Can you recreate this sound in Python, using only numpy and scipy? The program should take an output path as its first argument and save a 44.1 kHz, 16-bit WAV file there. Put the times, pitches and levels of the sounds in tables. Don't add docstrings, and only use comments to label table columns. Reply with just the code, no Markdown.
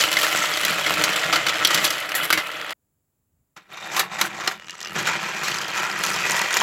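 import sys
import numpy as np
from scipy import signal
from scipy.fft import rfft, irfft
from scipy.io import wavfile
from scipy.ndimage import uniform_filter1d

SR = 44100
rng = np.random.default_rng(int(sys.argv[2]) if len(sys.argv) > 2 else 0)


def voltage_ratio(level):
    return 10 ** (np.asarray(level, float) / 20)


def master(y):
    cut = np.clip(np.atleast_2d(y).T, -1, 1)
    pcm = np.round(cut * 32767)
    wavfile.write(sys.argv[1], SR, pcm.astype(np.int16))


N = 291942

CHANGE_S = 2.734
REST_S = (4.58, 4.94)
TOP_HZ = 15900


# low edge in Hz, high edge in Hz.
EDGES_HZ = [
    (400, 4000),
    (4000, 8500),
    (8500, 15700),
    (45, 400),
]
WALLS_HZ = [
    [1350, 1896, 2070, 2550, 2980, 3350],
    [770, 1080, 1360, 1900, 2380, 3700],
    [1280, 1900, 2850],
    [990, 1330, 1606, 1910, 2400, 2524, 3150],
]


def rolling():
    force = ridges(spread_db=2.2, smear_s=0.0006, steady=0.7)
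    rattle, treble, air, drone = [shell(force, *edge) for edge in EDGES_HZ]

    place = np.searchsorted([CHANGE_S, *REST_S], np.arange(N) / SR)
    walls = [ticks(hz, rate=700, spread_db=2.2, decay=420, tilt=0.3) for hz in WALLS_HZ]
    ribs = ticks(np.geomspace(4300, 7800, num=7), rate=600, spread_db=1.5, decay=490)
    rattle = 0.75 * rattle + voltage_ratio(-5.0) * np.choose(place, walls)
    treble = 0.75 * treble + voltage_ratio(-7.5) * ribs

    sharp, shiver_gain, flutter = clinks(), shiver(), walk(40)
    rattle = rattle * roll_gain("rattle") * voltage_ratio(0.7 * flutter)
    treble = treble * sharp * roll_gain("treble") * voltage_ratio(1.2 * flutter + walk(70))
    air = air * sharp * roll_gain("air") * voltage_ratio(1.5 * flutter + walk(60))
    drone = drone * roll_gain("drone") * voltage_ratio(2.5 * walk(12))
    return (rattle + treble + air) * shiver_gain + drone


def ridges(spread_db, smear_s, steady):
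    bumps = voltage_ratio(spread_db * rng.exponential(size=N)) * (rng.random(N) < 1100 / SR)
    keep = np.exp(-1 / (smear_s * SR))
    swell = signal.lfilter([1], [1, -keep], bumps)
    return level(rng.standard_normal(N) * (swell + steady))


# frequency in Hz, density in dB per Hz.
SIDE_A = [(24, -58), (40, -23.5), (167, -3.5), (262, -13), (312, -4.5), (372, -12), (615, -6.5),
          (852, -8.5), (1340, -1), (2050, -4), (2260, -3), (7540, -16), (8550, -22), (12100, -15.5),
          (16000, -25.5)]
SIDE_B = [(24, -56), (40, -27), (101, -17), (159, -3.5), (209, -4), (262, -20), (312, -7), (529, -9.5),
          (990, -7.5), (1900, -3.5), (4460, -16.5), (7170, -18), (8550, -30.5), (11600, -28.5),
          (16000, -35.5)]
# centre in Hz, width in Hz, boost in dB.
RINGS_A = [(180, 110, 5.5), (312, 50, 7.5), (459, 84, 4.5), (610, 120, 4), (754, 90, 3), (1350, 100, 2),
           (2070, 41, 7), (3050, 250, 3.5), (7470, 500, 5), (12100, 900, -2)]
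RINGS_B = [(177, 250, 1.1), (773, 16, 7.2), (1022, 53, 3), (1360, 70, 4.3), (1910, 34, 2.9),
           (2410, 71, 5.5), (2790, 300, 1.5), (6000, 700, 2.5), (7400, 400, 2), (11900, 1500, 4)]


def shell(force, lo_hz, hi_hz):
    parts = np.split(force[:N], [int(CHANGE_S * SR)])
    out = []
    for part, colour, rings in zip(parts, (SIDE_A, SIDE_B), (RINGS_A, RINGS_B)):
        answer = band(response(colour, rings), lo_hz, hi_hz)
        answer /= np.linalg.norm(answer)
        out.append(signal.oaconvolve(part, answer)[:len(part)])
    return np.concatenate(out)


def ticks(walls_hz, rate, spread_db, decay, tilt=0.0):
    size = voltage_ratio(spread_db * np.minimum(rng.exponential(size=N), 3.5))
    hits = size * rng.choice([-1, 1], N) * (rng.random(N) < rate / SR)
    wall = rng.integers(len(walls_hz), size=N)
    out = np.zeros(N)
    for k, hz in enumerate(walls_hz):
        awake = voltage_ratio(2.8 * walk(9))
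        out += hz ** -tilt * ringing(hits * (wall == k) * awake, hz, decay)
    return level(band(out, 560, 9000))


def shiver():
    t = np.arange(N) / SR
    rate_hz = 88 * (1 + 0.1 * walk(60))
    phase = np.cumsum(rate_hz / SR) % 1
    return voltage_ratio(14 * (0.4 - phase) * (t > REST_S[0]) * (t < REST_S[1]))


def clinks():
    rate, decay_s = 55, 0.002
    hits = 0.35 * np.minimum(rng.exponential(size=N), 2) * (rng.random(N) < rate / SR)
    return 0.88 + signal.lfilter([1], [1, -np.exp(-1 / (decay_s * SR))], hits)


# time in seconds, traffic in dB, steel-on-steel clink in dB against it.
TRAFFIC = [
    [(0.0, -20.5, -12), (0.11, -25.5, -16), (0.22, -24.5, -9.5), (0.4, -23, -15), (0.55, -25.5, -14),
     (0.66, -23, -15.5), (0.85, -24.5, -16), (1.05, -23, -18), (1.43, -24.5, -20.5), (1.65, -24.5, -19.5),
     (1.76, -22, -14), (1.87, -25, -12), (2.09, -31, -19.5), (2.2, -26, -13.5), (2.31, -32, -11),
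     (2.55, -32.5, -21), (2.74, -32.5, -20.5)],
    [(3.56, -70, -10), (3.572, -40, -16), (3.6, -57, -22), (3.71, -62, -14)],
    [(4.23, -35, -12), (4.262, -30.5, -8), (4.29, -40.5, -18), (4.33, -37, -24), (4.36, -50, -22)],
    [(4.5, -46, -7), (4.64, -46.5, -27), (4.85, -41.5, -25), (4.94, -39, -13), (4.96, -26, -23),
     (5.04, -29, -21), (5.09, -23.5, -24), (5.17, -28.5, -22.5), (5.39, -28.5, -21), (5.5, -30, -22.5),
     (5.63, -30, -22.5), (5.83, -26.5, -18.5), (5.94, -29, -23), (6.05, -26, -15.5), (6.27, -26, -20.5),
     (6.38, -24.5, -16), (6.49, -26, -19.5), (6.62, -20.5, -16)],
]
# start in seconds, drag in dB, catch in seconds, strain in dB,
# clink after the catch in dB.
STROKES = [
    (3.694, -40, 3.98, -26.5, -8),
    (4.09, -32, 4.2, -28, -11),
    (4.319, -34.5, 4.47, -30, -15.5),
]
# treble in dB, its change per traffic dB, its change per clink dB,
# table drone in dB, its change per traffic dB.
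LAWS = [
    (-7.5, 0.54, 0.5, -18.5, 0.27),
    (-5.5, 0.15, 0.19, -15.5, -0.2),
]
# start in seconds, end in seconds, treble in dB, drone in dB.
SPELLS = [
    (2.138, 2.28, -8, 2),
    (2.3, 2.4, -1, 13.5),
    (4.04, 4.08, -5, 2),
    (4.124, 4.2, 0.5, -2),
    (4.584, 4.916, 4, 0.5),
    (4.802, 5.126, -1.5, 4),
    (5.9, 6.102, 0.5, 2.5),
    (6.43, 6.545, -0.5, -8),
]


def roll_gain(part):
    t = np.arange(N) / SR
    treble_spell, drone_spell = np.zeros((2, N))
    for start, end, treble_db, drone_db in SPELLS:
        inside = np.clip(np.minimum(t - start, end - t) / 0.03 + 0.5, 0, 1)
        treble_spell += treble_db * inside
        drone_spell += drone_db * inside

    power = np.zeros(N)
    for rows in TRAFFIC + [stroke(*row) for row in STROKES]:
        s, traffic_db, clink_db = np.transpose(rows)
        treble_db, per_db, per_clink, drone_db, drone_per_db = LAWS[int(s[0] > CHANGE_S)]
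        span = slice(int(s[0] * SR), int(s[-1] * SR) + 1)
        db = np.interp(t[span], s, traffic_db)
        clink = np.interp(t[span], s, clink_db)
        busy, hard = db + 25, clink + 18
        if part == "treble":
            db = db + treble_db + per_db * busy + per_clink * hard + treble_spell[span]
        elif part == "air":
            db = db + clink
        elif part == "drone":
            db = db + drone_db + drone_per_db * busy + drone_spell[span]
        power[span] += voltage_ratio(db) ** 2
    return np.sqrt(power + 1e-12)


def stroke(start, drag_db, catch, strain_db, clink_db):
    bite_s, recoil_s, release_s = 0.03, 0.045, 0.058
    slack_db, recoil_db, release_db, dull_db = -12.5, -2, -14, -23.5
    recoil = catch + recoil_s
    free = recoil + release_s
    return [(start - bite_s, drag_db + 3 * slack_db, dull_db),
            (start, drag_db + slack_db, dull_db),
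            (start + bite_s, drag_db, dull_db),
            ((start + catch) / 2 + bite_s, 0.75 * drag_db + 0.24 * strain_db, dull_db),
            (catch, strain_db, clink_db - 3.0),
            (recoil, strain_db + recoil_db, clink_db),
            (free, strain_db + release_db, dull_db),
            (free + release_s, strain_db + 3 * release_db, dull_db)]


# time in seconds, low rib in Hz, high rib in Hz, level in dB.
RIBS = [
    (1.649, 3290, 5980, 4),
    (2.303, 2030, 3210, 3),
    (2.326, 3200, 4700, 0),
    (3.992, 1350, 4660, -1),
    (4.212, 2340, 3860, 3),
    (4.474, 4220, 5400, 6),
    (6.317, 6450, 7140, -2),
]
# frequency in Hz, level in dB, decay per second.
TUBE = [
    (1280, -28.5, 200),
    (1900, -28, 160),
    (2850, -26, 125),
]


def knocks():
    size = 4096
    force, crack, ring = np.zeros((3, N + size))
    t = np.arange(size) / SR
    for s, body_db, ring_hz, crack_db, rise_ms, fall_ms in blows():
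        rise, fall = max(0.59 * rise_ms, 0.15) / 1000, max(fall_ms, 0.8) / 1000
        chatter = rng.standard_normal((2, size)) * np.minimum(t / rise, 1)
        after = np.maximum(t - rise, 0)
        chatter *= 1 + 1.6 * np.exp(-(after + rise) / 0.00034)
        shake = voltage_ratio(body_db) * chatter[0] * np.exp(-after / (1.2 * fall))
        snap = voltage_ratio(crack_db) * chatter[1] * np.exp(-after / (0.88 * fall))

        low_hz, high_hz, rib_db = rng.uniform(3000, 4800), rng.uniform(5500, 7200), -3
        for at, *rib in RIBS:
            if abs(at - s) < 0.003:
                low_hz, high_hz, rib_db = rib
        span = slice(int(s * SR), int(s * SR) + size)
        force[span] += shake
        crack[span] += snap
        ring[span] += voltage_ratio(-21) * ringing(shake, ring_hz, 330)
        ring[span] += voltage_ratio(rib_db - 22) * ringing(snap, low_hz, 400)
        ring[span] += voltage_ratio(rib_db - 21) * ringing(snap, high_hz, 550)

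    force, crack, ring = force[:N], crack[:N], ring[:N]
    now = np.arange(N) / SR
    taps = force * (now > REST_S[0]) * (now < REST_S[1])
    tube = sum(voltage_ratio(db) * ringing(taps, hz, decay) for hz, db, decay in TUBE)
    hard = 2.68 * signal.lfilter([1, -0.75], [1], force)
    air = roll_gain("air") / roll_gain("treble")
    body = voltage_ratio(-2.0) * shell(hard, 320, 5300) + band(ring + tube, 800, 7400)
    bright = voltage_ratio(-2.0) * shell(crack, 3600, 8500)
    return body + bright + voltage_ratio(3.0) * air * shell(crack, *EDGES_HZ[2])


# time in seconds, body in dB, loudest ring in Hz, crack in dB.
TICKS = [(.0376, -13.5, 3140, -19), (.128, -28, 1990, -16), (.1883, -17, 1790, -20),
         (.9386, -21, 1220, -18.5), (2.1179, -22, 2020, -29), (2.7067, -29, 1960, -28),
         (2.6133, -25, 1960, -38), (2.6937, -25.5, 2740, -41), (2.724, -29.5, 2020, -36),
         (4.2217, -19.5, 2335, -37.5), (5.482, -20, 1900, -20), (5.514, -27, 4530, -27),
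         (2.4703, -34, 1970, -32), (5.5436, -39, 1350, -23), (5.5865, -40, 1650, -24),
         (6.0634, -34, 2050, -21), (6.2966, -15.5, 1900, -19), (6.3168, -29, 1400, -16),
         (6.4151, -19.5, 1940, -19), (6.5402, -16, 1350, -15.5)]
DROPS = [(.1152, -20, 2070, -19.5), (.1683, -13, 2090, -26), (.5724, -21, 2050, -22),
         (.6493, -16, 1990, -17), (1.0476, -32, 2030, -29), (1.242, -28, 1370, -31),
         (1.484, -17, 3460, -22.5), (1.6482, -13, 4480, -10.5), (1.7063, -16.5, 1200, -26),
         (1.9042, -18.5, 1930, -18), (1.982, -29, 2730, -33), (2.0012, -40, 1360, -27.5),
         (2.091, -28, 2000, -28), (2.2519, -25, 2160, -32), (2.303, -11.5, 1530, -21),
         (6.036, -15.5, 2030, -18), (6.3916, -18.5, 2790, -30), (6.5066, -22.5, 1650, -26),
         (6.5295, -25, 2380, -28), (6.5685, -15, 1940, -14.5)]
TAPS = [(4.6441, -46, 1910, -45), (4.6187, -43, 1280, -54), (4.683, -35, 2505, -34),
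        (4.6955, -33, 2840, -29), (4.707, -46, 6130, -28), (4.7173, -40, 2540, -41),
        (4.7462, -45, 1960, -40), (4.7723, -48, 1940, -46), (4.7902, -42, 1900, -47),
        (4.8043, -44, 1860, -25), (4.8133, -30.5, 1910, -29), (4.8286, -42, 4300, -27),
        (4.841, -32, 1300, -46), (4.8477, -32, 5070, -29), (4.8579, -27, 2680, -37),
        (4.872, -37, 2760, -34.5), (4.882, -38, 2830, -42)]
# the same four, then fall in ms.
CLATTERS = [(0.862, -17, 2160, -28, 12), (1.0372, -15, 2130, -14, 10), (1.1295, -23, 3030, -26, 6.5),
            (1.1598, -21, 3500, -23.5, 8.6), (1.326, -14, 1395, -21.5, 21), (1.3579, -15, 2070, -19.5, 8.9),
            (1.465, -16, 2980, -20.5, 8), (1.493, -17, 1320, -24.5, 8.8), (1.6711, -26, 3300, -17, 7),
            (1.7741, -18.5, 2000, -32, 13), (2.1493, -22.5, 1940, -25, 24), (2.2306, -23, 2070, -35, 17),
            (2.3259, -11.5, 2230, -20.5, 12), (2.374, -18, 2070, -32, 19),
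            (3.9641, -18.5, 1167, -23.5, 13.7), (4.0018, -17, 1810, -34, 8.4),
            (4.4054, -26.5, 1360, -37, 11), (4.185, -30, 1900, -35, 14), (5.4333, -28, 1250, -28, 85),
            (5.613, -29.5, 1630, -26.5, 11), (5.773, -27, 1350, -29, 18), (6.364, -22, 1950, -24, 9.3)]
# the same four, then rise in ms.
SKIDS = [(.0082, -21.5, 2980, -24, 5), (0.2294, -17, 1340, -21, 5.7), (0.241, -18, 1820, -26, 4.6),
         (1.7428, -18, 3480, -13, 4.5), (1.8403, -16, 3410, -15.5, 9.3), (2.513, -31.5, 1966, -38.5, 5.3),
         (3.562, -40, 1360, -58, 7.9), (3.7689, -36, 2030, -41, 6), (3.9919, -15, 3800, -15, 5.4),
         (4.2114, -12, 1475, -13.5, 3.36), (4.474, -11, 1350, -16.5, 3), (4.953, -28.5, 1910, -41, 5.2),
         (4.9819, -23.5, 1660, -27, 11), (5.0654, -21, 1510, -24.5, 11.3)]


def blows():
    rows = [(*row, 1, 2.6) for row in TICKS]
    rows += [(*row, 0.94, 5.8) for row in DROPS]
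    rows += [(*row, 0.6, 2.2) for row in TAPS]
    rows += [(*row, 1.9, fall_ms) for *row, fall_ms in CLATTERS]
    return rows + [(*row, rise_ms, 1.59 * rise_ms) for *row, rise_ms in SKIDS]


# time in seconds, level in dB, ring in Hz.
RAPS = [(0.093, -19.0, 2110.0), (0.1281, -18.0, 2650.0), (0.22, -15, 3180), (0.2934, -21, 1340.0),
        (0.3493, -17.0, 1460.0), (0.381, -20, 1930.0), (0.4422, -16.5, 1330), (0.458, -15, 2800),
        (0.7168, -18, 3160), (0.7819, -16, 1320.0), (0.853, -19, 2050.0), (0.9075, -19.0, 1400),
        (0.9988, -19, 1390.0), (1.5348, -20.0, 1970.0), (1.574, -22.0, 1510.0), (1.65, -8.0, 3360),
        (2.1196, -18.0, 2790.0), (2.1434, -20, 1780.0), (2.2023, -18.0, 2010.0), (2.412, -21.0, 2000.0),
        (2.492, -24.5, 1330), (2.6246, -27, 1360.0), (2.7078, -24.0, 1260.0), (3.773, -31.0, 1110.0),
        (4.251, -19.5, 1510.0), (4.2712, -34, 1870.0), (4.3295, -33.0, 2340.0), (4.5138, -24.0, 1550.0),
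        (4.79, -36, 1190), (4.909, -33, 1720.0), (5.2614, -24, 2270.0), (5.4206, -25, 1320.0),
        (5.4786, -22, 1880.0), (5.68, -27, 1940.0), (5.7616, -24, 1480.0), (5.962, -22, 1890.0),
        (5.9826, -24, 1280.0), (6.3791, -21, 1930), (6.442, -22.0, 2200.0), (6.5574, -15, 2430.0),
        (6.5686, -12, 1930.0), (6.5888, -17, 3760.0)]
PINGS = [(0.0104, -12, 4350), (0.0884, -22, 4430.0), (0.2187, -20, 7180.0), (0.3736, -23.0, 7620.0),
         (0.5385, -20, 4950.0), (0.6968, -20.0, 4010.0), (0.7282, -25.0, 4330.0), (1.0222, -23, 6830.0),
         (1.0389, -12.5, 4660), (1.1288, -24.0, 4470.0), (1.1624, -24, 7700.0), (1.359, -15.0, 4550),
         (1.493, -22, 5440.0), (1.536, -31, 4000), (1.8514, -13, 4940), (1.8772, -20, 4640.0),
         (2.1436, -29.0, 4260), (2.328, -15.5, 4800), (2.5662, -35, 4010.0), (2.6842, -38.0, 4010.0),
         (4.2152, -14.5, 4040), (4.6684, -42.0, 5850.0), (4.7534, -37.0, 5880.0), (4.7814, -37.0, 5900),
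         (4.9613, -31.0, 5710.0), (5.0273, -30, 7310.0), (5.0636, -25, 4710.0), (5.2917, -33.0, 5880.0),
         (5.5698, -27.0, 5980.0), (5.5847, -23, 4800.0), (5.6447, -26, 4910.0), (5.6814, -27, 4790.0),
         (5.7024, -27, 4130.0), (5.9139, -26, 4940.0), (6.0506, -20, 5900), (6.1032, -24, 6720.0),
         (6.1154, -24, 6080.0), (6.1339, -24, 5940.0), (6.1409, -23, 5240.0), (6.16, -28, 5170.0),
         (6.309, -19, 6960.0), (6.3591, -23.0, 5770.0), (6.5281, -20.5, 6710.0), (6.6022, -20, 6500)]
CHINKS = [(0.0511, -28.0, 12630.0), (0.1093, -32.0, 10910.0), (0.1478, -28.0, 12660.0),
          (0.2487, -22.0, 12500.0), (0.5107, -32.0, 11770.0), (0.5967, -29.0, 9100.0),
          (0.6127, -23, 11050.0), (0.6503, -17, 12930.0), (0.6624, -29.0, 10120.0),
          (0.7106, -28.0, 10360.0), (0.7404, -29, 9990.0), (0.8694, -30, 12040.0), (0.9559, -31.0, 10580.0),
          (1.0219, -31.0, 12400.0), (1.5352, -37.0, 11220.0), (1.5723, -35.0, 9930.0),
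          (1.6737, -19.0, 11660.0), (2.1852, -30.0, 14810.0), (2.2459, -25.0, 11700),
          (3.7321, -44, 12070.0), (3.8609, -43, 11660.0), (3.8741, -45, 11660.0), (4.2621, -34.0, 10090.0),
          (5.0732, -31.0, 12110.0), (5.5028, -35, 11270.0), (5.5783, -44, 9220.0), (5.6799, -41.0, 11790.0),
          (5.6881, -40.0, 11440.0), (5.7108, -41.0, 11800.0), (5.8729, -40.0, 8990.0),
          (5.9241, -39.0, 9830.0), (5.9904, -32.0, 10660.0), (6.0308, -31.0, 9030.0),
          (6.0963, -31.0, 8750.0), (6.1031, -32.0, 8720.0), (6.1209, -32, 10820.0),
          (6.1295, -36.0, 11990.0), (6.1405, -34.0, 8810.0), (6.3089, -29.0, 10020.0), (6.332, -29, 9100.0),
          (6.379, -33.0, 8810.0), (6.3929, -26, 8790.0), (6.5483, -31, 13370.0), (6.5537, -31, 12470.0)]
RINGS_3K = [(4.7285, -42, 2800), (4.859, -36, 2850), (4.874, -35, 2830), (4.882, -36, 2860),
            (4.897, -38, 2830), (4.907, -38, 2830), (4.918, -37, 2850), (4.931, -39, 2830),
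            (.0125, -15, 3020), (.02, -18, 3000), (0.027, -16, 3000), (.045, -18.5, 3020),
            (0.0528, -19, 3050), (.06, -19, 2900)]
# decay per second, gain in dB, scuff in dB.
CONTACT_KINDS = [
    (330, 2.5, -8),
    (450, 4.5, -5),
    (550, 4, -2),
    (199.8, 2.5, -9),
]


def contacts():
    size = 2048
    out, t = np.zeros(N + size), np.arange(size) / SR
    for rows, (decay, gain_db, scuff_db) in zip((RAPS, PINGS, CHINKS, RINGS_3K), CONTACT_KINDS):
        for s, db, hz in rows:
            push = rng.standard_normal(size) * np.exp(-t / 0.00027) + 2 * (t == 0)
            neighbour_hz = hz * rng.uniform(0.75, 1.4)
            ring = ringing(push, hz, decay) + 0.6 * ringing(push, neighbour_hz, 1.5 * decay)
            scuff = rng.standard_normal(size) * np.exp(-1.2 * decay * t)
            scuff = band(scuff, 0.66 * hz, min(1.6 * hz, TOP_HZ))
            hit = ring / np.abs(ring).max() + voltage_ratio(scuff_db) * scuff / np.abs(scuff).max()
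            out[int(s * SR):int(s * SR) + size] += voltage_ratio(db + gain_db) * hit
    return band(out[:N], 600, TOP_HZ)


# frequency in Hz, width in Hz, level in dB against the traffic.
PANELS = [(467, 25, -24.5), (600, 50, -21.5), (640, 40, -23.5), (752, 45, -22.5)]
# start in seconds, end in seconds, first pitch in Hz, last pitch in Hz,
# level in dB against the traffic.
SONGS = [
    (3.8, 3.98, 780, 800, -10),
    (4.33, 4.56, 1050, 1200, -6),
    (4.8, 4.95, 2880, 2820, -6),
    (5.7, 6.02, 1300, 1450, -6),
    (6.15, 6.5, 1930, 1960, -7),
]


def panels():
    hum = np.zeros(N)
    for hz, width_hz, db in PANELS:
        panel = ringing(rng.standard_normal(N), hz, np.pi * width_hz)
        hum += level(panel, db) * voltage_ratio(4 * walk(7))
    hum = band(hum, 380, 1000) * (np.arange(N) / SR < CHANGE_S)

    grit = ridges(spread_db=3, smear_s=0.001, steady=0.5)
    for start, end, from_hz, to_hz, db in SONGS:
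        a, b = int(start * SR), int(end * SR)
        turn = np.exp(2j * np.pi * np.cumsum(np.linspace(from_hz, to_hz, b - a)) / SR)
        sway = signal.lfilter([1], [1, -np.exp(-220 / SR)], grit[a:b] / turn)
        song = band((sway * turn).imag, 500, 5000)
        hum[a:b] += level(song, db) * np.sqrt(np.hanning(b - a))
    return hum * roll_gain("rattle")


# frequency in Hz, density in dB per Hz.
ROOM = [(18, -36), (30, -4.5), (106, 0.5), (252, -5), (355, -11), (616, -15.5), (3400, -29.5),
        (5900, -29.5), (7470, -17), (9460, -32.5), (10500, -17.5), (12300, -26), (16000, -15.5)]
# time in seconds, low rumble in dB.
GRIP = [
    (2.95, -83),
    (3.28, -83.5),
    (3.32, -69.5),
    (3.41, -66),
    (3.45, -83.5),
]


def room():
    hiss = level(signal.oaconvolve(rng.standard_normal(N), response(ROOM))[:N], -73)
    rumble = level(band(rng.standard_normal(N) * voltage_ratio(3 * walk(35)), 55, 140))
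    s, db = np.transpose(GRIP)
    grip_db = np.interp(np.arange(N) / SR, s, db, left=-120, right=-120)
    return hiss + rumble * voltage_ratio(grip_db - 2.5)


def response(points, rings=(), size=8192):
    hz = np.arange(size // 2 + 1) * SR / size + 1
    point_hz, point_db = np.transpose(points)
    db = np.interp(np.log(hz), np.log(point_hz), point_db)
    for centre_hz, width_hz, boost_db in rings:
        db = db + boost_db / (1 + (2 * (hz - centre_hz) / width_hz) ** 2)
    cepstrum = irfft(np.log(voltage_ratio(np.maximum(db, -90))))
    cepstrum[1:size // 2] *= 2
    cepstrum[size // 2 + 1:] = 0
    return irfft(np.exp(rfft(cepstrum)))


def ringing(x, hz, decay):
    return signal.lfilter([1], [1, -np.exp((2j * np.pi * hz - decay) / SR)], x).imag


def walk(rate):
    hold = int(SR / rate)
    steps = np.repeat(rng.standard_normal(N // hold + 1), hold)[:N]
    return 1.1 * uniform_filter1d(uniform_filter1d(steps, hold), hold)


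def band(x, lo_hz, hi_hz):
    return signal.sosfilt(signal.butter(3, [lo_hz, hi_hz], "band", fs=SR, output="sos"), x)


def level(x, db=0):
    return x * voltage_ratio(db) / np.sqrt(np.mean(x ** 2))


def scene():
    tower = rolling() + knocks() + contacts() + panels()
    t = np.arange(SR // 4) / SR
    tail = band(rng.standard_normal(len(t)), 300, 5000) * np.exp(-t / 0.026) * (t > 0.003)
    now = np.arange(N) / SR
    first = np.clip((CHANGE_S - now) / 0.0019, 0, 1)
    second = now > CHANGE_S + 0.5
    side_a, side_b = [part + signal.oaconvolve(part, voltage_ratio(-40) * tail)[:N]
                      for part in (tower * first, tower * second)]
    return (side_a * first + side_b + room())[None]


def top_cut(x):
    return signal.sosfilt(signal.butter(12, 16640, fs=SR, output="sos"), x)


def record(dry):
    rounded = np.tanh(0.62 * dry) / 0.58
    low_pass = signal.ellip(8, 0.2, 70, TOP_HZ, fs=SR, output="sos")
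    mix = signal.sosfilt(low_pass, rounded)
    return top_cut(mix)


dry = scene()
out = record(dry)
master(out)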